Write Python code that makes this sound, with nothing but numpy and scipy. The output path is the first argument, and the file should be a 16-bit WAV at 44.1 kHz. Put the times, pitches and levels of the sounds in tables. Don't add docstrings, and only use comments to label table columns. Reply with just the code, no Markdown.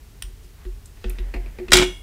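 import sys
import numpy as np
from scipy import signal
from scipy.fft import rfft, irfft
from scipy.io import wavfile

SR = 44100
rng = np.random.default_rng(int(sys.argv[2]) if len(sys.argv) > 2 else 0)


def materialize(psi):
    bounded = np.clip(np.atleast_2d(psi).T, -1, 1)
    quanta = np.round(bounded * 32767).astype(np.int16)
    wavfile.write(sys.argv[1], SR, quanta)


N = 89302
T = np.arange(N) / SR

# f/Hz, level/dB, t60/s
TABLE_MODES = [(243, 4, 0.084), (229.6, 10.5, 0.17), (487.6, 12.5, 0.087), (697, 5, 0.32)]
STEEL_SPREAD, STEEL_PARTNERS = 0.025, 6


def amp(db):
    return 10 ** (np.asarray(db) / 20)


def decay(t_s, t60_s):
    return np.exp(-np.log(1000) * t_s / t60_s)


def read(points, hz):
    p = np.array(points, float)
    return np.interp(np.log(hz + 1), np.log(p[:, 0]), p[:, 1])


def colour(x, points, tilt_db_per_octave=0):
    hz = np.arange(513) * SR / 1024
    octaves = np.log2(np.maximum(hz, 300) / 3000)
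    gain = amp(read(points, hz) + tilt_db_per_octave * octaves)
    cepstrum = irfft(np.log(gain))
    cepstrum[1:512] *= 2
    cepstrum[513:] = 0
    h = irfft(np.exp(rfft(cepstrum)))
    return signal.fftconvolve(x, h / np.linalg.norm(h))[:len(x)]


def noise(points):
    hz = np.arange(N // 2 + 1) * SR / N
    spectrum = rfft(rng.standard_normal(N)) * amp(read(points, hz))
    x = irfft(spectrum, N)
    return x / x.std()


def contacts(rows, points, decay_s, size=4096):
    out = np.zeros(N + size)
    for start_s, db, tilt in rows:
        crack = rng.standard_normal(size) * np.exp(-T[:size] / decay_s)
        i = int(start_s * SR)
        out[i:i + size] += amp(db) * colour(crack, points, tilt)
    return out[:N]


def ring(x, modes, spread=0., count=1):
    t = T[:N // 3]
    h = 0
    for hz, db, t60_s in modes:
        partners_hz = hz * (1 + spread * rng.uniform(-0.9, 1, (count, 1)))
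        cluster = np.sin(2 * np.pi * partners_hz * t).sum(0)
        h = h + amp(db) * cluster * decay(t, t60_s)
    return signal.fftconvolve(x, h / np.linalg.norm(h))[:N]


def room(x, early_db, tail_db):
    # f/Hz, t60/s
    room_t60 = [(150, 0.42), (1000, 0.32), (3000, 0.3), (7000, .28), (14000, 0.34)]
    tail_rise_s, early_decay_s = 0.0017, 0.017
    edges_hz = np.geomspace(100, 16000, 9)
    tail = 0
    for lo, hi in zip(edges_hz, edges_hz[1:]):
        sos = signal.butter(3, [lo, hi], "band", fs=SR, output="sos")
        band = signal.sosfilt(sos, rng.standard_normal(N))
        tail = tail + band * decay(T, read(room_t60, np.sqrt(lo * hi)))
    tail = tail * (1 - np.exp(-T / tail_rise_s))
    early = rng.standard_normal(N) * np.exp(-T / early_decay_s)
    h = amp(tail_db) * tail / np.linalg.norm(tail)
    h = h + amp(early_db) * early / np.linalg.norm(early)
    return x + signal.fftconvolve(x, h)[:N]


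def hiss():
    # f/Hz, relative level/dB
    hiss_spectrum = [(15, -53), (25, 1.5), (49, 1), (66, 1.5), (198, -19.5), (274, -21), (330, -24.5),
                     (432, -20), (495, -30), (760, -29.5), (1410, -32.5), (1850, -32), (15400, -39.5)]
    return amp(-44) * noise(hiss_spectrum)


def swing(t, hz, rise_s, fade):
    env = (1 - np.exp(-(t / rise_s) ** 2)) * fade
    return env / env.max() * np.sin(2 * np.pi * hz * t)


def stand():
    # t/s, sway level/dB, arm level/dB, arm rise/s, arm length/s
    bumps = [(0.227, -29, -54.5, 0.009, 0.086), (0.425, -38, -58.5, .01, 0.1),
             (0.652, -25, -35, 0.013, 0.046), (1.047, -19, -35.5, 0.0039, 0.076),
             (1.192, -21, -38.5, 0.0058, 0.041), (1.35, -20.5, -34.5, 0.0013, 0.051),
             (1.589, -44, -26, 0.027, 0.054), (1.684, -25.5, -30.5, 0.014, 0.05),
             (1.73, -20, -13, 0.0082, 0.13)]
    sway_hz, sway_rise_s, sway_t60_s = 42.37, 0.014, 0.61
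    arm_hz = 363
    arm_fade_power = 3.08
    out = 0
    for start_s, sway_db, arm_db, arm_rise_s, arm_length_s in bumps:
        t = np.maximum(T - start_s, 0)
        out = out + amp(sway_db) * swing(t, sway_hz, sway_rise_s, decay(t, sway_t60_s))
        arm_fade = np.exp(-(t / arm_length_s) ** arm_fade_power)
        out = out + amp(arm_db) * swing(t, arm_hz, arm_rise_s, arm_fade)
    return out


def swishes():
    # middle t/s, width/s, level/dB, tilt/(dB/octave)
    swish_rows = [(.445, 0.025, -59, 6), (.625, 0.047, -57.5, -6.5), (1.072, 0.1, -58, 0)]
    # f/Hz, relative level/dB
    swish_colour = [(200, -16), (1500, 8), (5000, 4), (8000, -1), (15000, -21)]
    out = 0
    for middle_s, width_s, db, tilt in swish_rows:
        swell = np.exp(-((T - middle_s) / width_s) ** 2)
        out = out + amp(db) * swell * colour(rng.standard_normal(N), swish_colour, tilt)
    return out


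def rub():
    # t/s, level/dB
    rub_level = [(0, -93), (1.0, -74), (1.08, -51.5), (1.28, -48.5), (1.32, -50.5), (1.45, -49),
                 (1.53, -53.5), (1.7, -50.5), (2.02, -64)]
    # f/Hz, relative level/dB
    rub_colour = [(150, 8), (500, -0.5), (1200, -12), (1900, -3.5), (3000, -14), (5000, -31), (15000, -59)]
    level_db = np.interp(T, *np.array(rub_level).T)
    return noise(rub_colour) * amp(level_db)


def hands():
    # t/s, level/dB, tilt/(dB/octave)
    tap_rows = [(.612, -51, -24), (.652, -41.5, 1), (.762, -50, -10), (.972, -44.5, -1),
                (1.0420, -31.5, 2.5), (1.0445, -27, -2.5), (1.102, -39, 1.5), (1.1855, -33, 2.5),
                (1.188, -41, 4), (1.683, -29, 2.5), (1.686, -40, -8)]
    scuff_rows = [(1.339, -30.5, 0), (1.345, -28.5, -2.5), (1.362, -37, -1.5), (1.461, -42.5, -0.5),
                  (1.586, -33.5, -1.5), (1.599, -38, -2)]
    # f/Hz, relative level/dB
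    tap_colour = [(100, -6.5), (230, 13.5), (480, 5.5), (800, -9), (1600, -3), (2400, 0), (3600, -6.5),
                  (5500, -21), (9000, -34), (15000, -55)]
    scuff_colour = [(100, -17), (250, 11.5), (450, 12), (750, 5), (1400, -5.5), (1900, 4.5), (2450, 8.5),
                    (3500, -10.5), (4300, -5.5), (4900, -8), (5800, -19), (15000, -22)]
    x = contacts(tap_rows, tap_colour, decay_s=0.0041)
    x = x + contacts(scuff_rows, scuff_colour, decay_s=0.0077)
    table = amp(-17.5) * ring(x, TABLE_MODES)
    return room(x, early_db=-6.5, tail_db=-11) + table


def snip():
    # t/s, level/dB, tilt/(dB/octave)
    snip_rows = [(.2222, -26, 1), (.2242, -21.5, 0.5)]
    tick_rows = [(.857, -39.5, -2.5), (.860, -47, 4), (1.0968, -28.5, 24), (1.0985, -46, -13)]
    # f/Hz, relative level/dB
    snip_colour = [(300, -14), (1000, -12.5), (2000, -7.5), (2900, 4.5), (4100, -11.5), (5100, -1),
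                   (6800, -18), (8700, 2.5), (11500, -15), (15500, -13.5)]
    tick_colour = [(500, -42), (2000, -13), (5000, 2), (8500, 10.5), (12000, -5), (15500, -21)]
    # f/Hz, level/dB, t60/s
    blade_modes = [(5300, -14, .15), (8900, -1, .26), (8600, -3, .3), (10280, -8, .25)]
    x = contacts(snip_rows, snip_colour, decay_s=0.0014)
    x = x + contacts(tick_rows, tick_colour, decay_s=0.0026)
    blades = amp(-31) * ring(x, blade_modes, STEEL_SPREAD, STEEL_PARTNERS)
    return room(x, early_db=-8, tail_db=-12.5) + blades


def set_down():
    # t/s, level/dB, tilt/(dB/octave)
    clatter_rows = [(1.706, -33, -1.5), (1.7192, -8, 2), (1.7215, -6, -3), (1.7322, 3.5, 1.5),
                    (1.7352, -9.5, -7.5), (1.7395, -26, 11), (1.7455, -23.5, -7), (1.7543, -9.5, -3.5),
                    (1.757, -13.5, 1.5), (1.769, -8.5, 2.5), (1.7725, -11.5, -0.5), (1.7792, -14.5, -4.5),
                    (1.7865, -14, -1.5), (1.797, -14.5, -4.5), (1.806, -19, -3), (1.816, -16.5, -4),
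                    (1.824, -13, -5.5), (1.831, -19, -2), (1.846, -33, -2)]
    # f/Hz, relative level/dB
    clatter_colour = [(100, -14.5), (250, -7), (550, -7), (900, -9), (1500, -3.5), (2200, 1), (3100, 1.5),
                      (3800, 1.5), (4400, -5), (5000, -3), (6200, -7.5), (7600, -3.5), (10500, -17),
                      (13800, -25), (15500, -28)]
    # f/Hz, level/dB, t60/s
    steel_modes = [(1592, -3, .4), (1990, -8, 0.43), (2196, 0.5, 0.52), (2388, 13.5, 0.12),
                   (2660, -12, 0.35), (2750, 0, .5), (2875, 5.5, 0.42), (3140, -5, 0.38), (3530, -12, 0.2),
                   (3310, 3, 0.49), (3690, 2, .35), (4200, -5, .4), (5100, -3.5, .5), (5959, 11, .35),
                   (7122, -3, 0.46), (8000, -16, 0.98), (7500, -2, .35), (9300, 0, 0.69)]
    x = contacts(clatter_rows, clatter_colour, decay_s=0.0043)
    steel = amp(-16.5) * ring(x, steel_modes, STEEL_SPREAD, STEEL_PARTNERS)
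    table = amp(-25) * ring(x, TABLE_MODES)
    return room(x, early_db=-6.5, tail_db=-11) + steel + table


def scene():
    mono = hiss() + stand() + swishes() + rub() + hands() + snip() + set_down()
    return np.array([mono, mono])


def record(dry):
    drive_db, top_hz = 0.5, 15500
    clipped = np.clip(dry * amp(drive_db), -1, 1)
    low_pass = signal.ellip(8, .2, 70, top_hz, fs=SR, output="sos")
    return signal.sosfilt(low_pass, clipped)


dry = scene()
out = record(dry)
materialize(out)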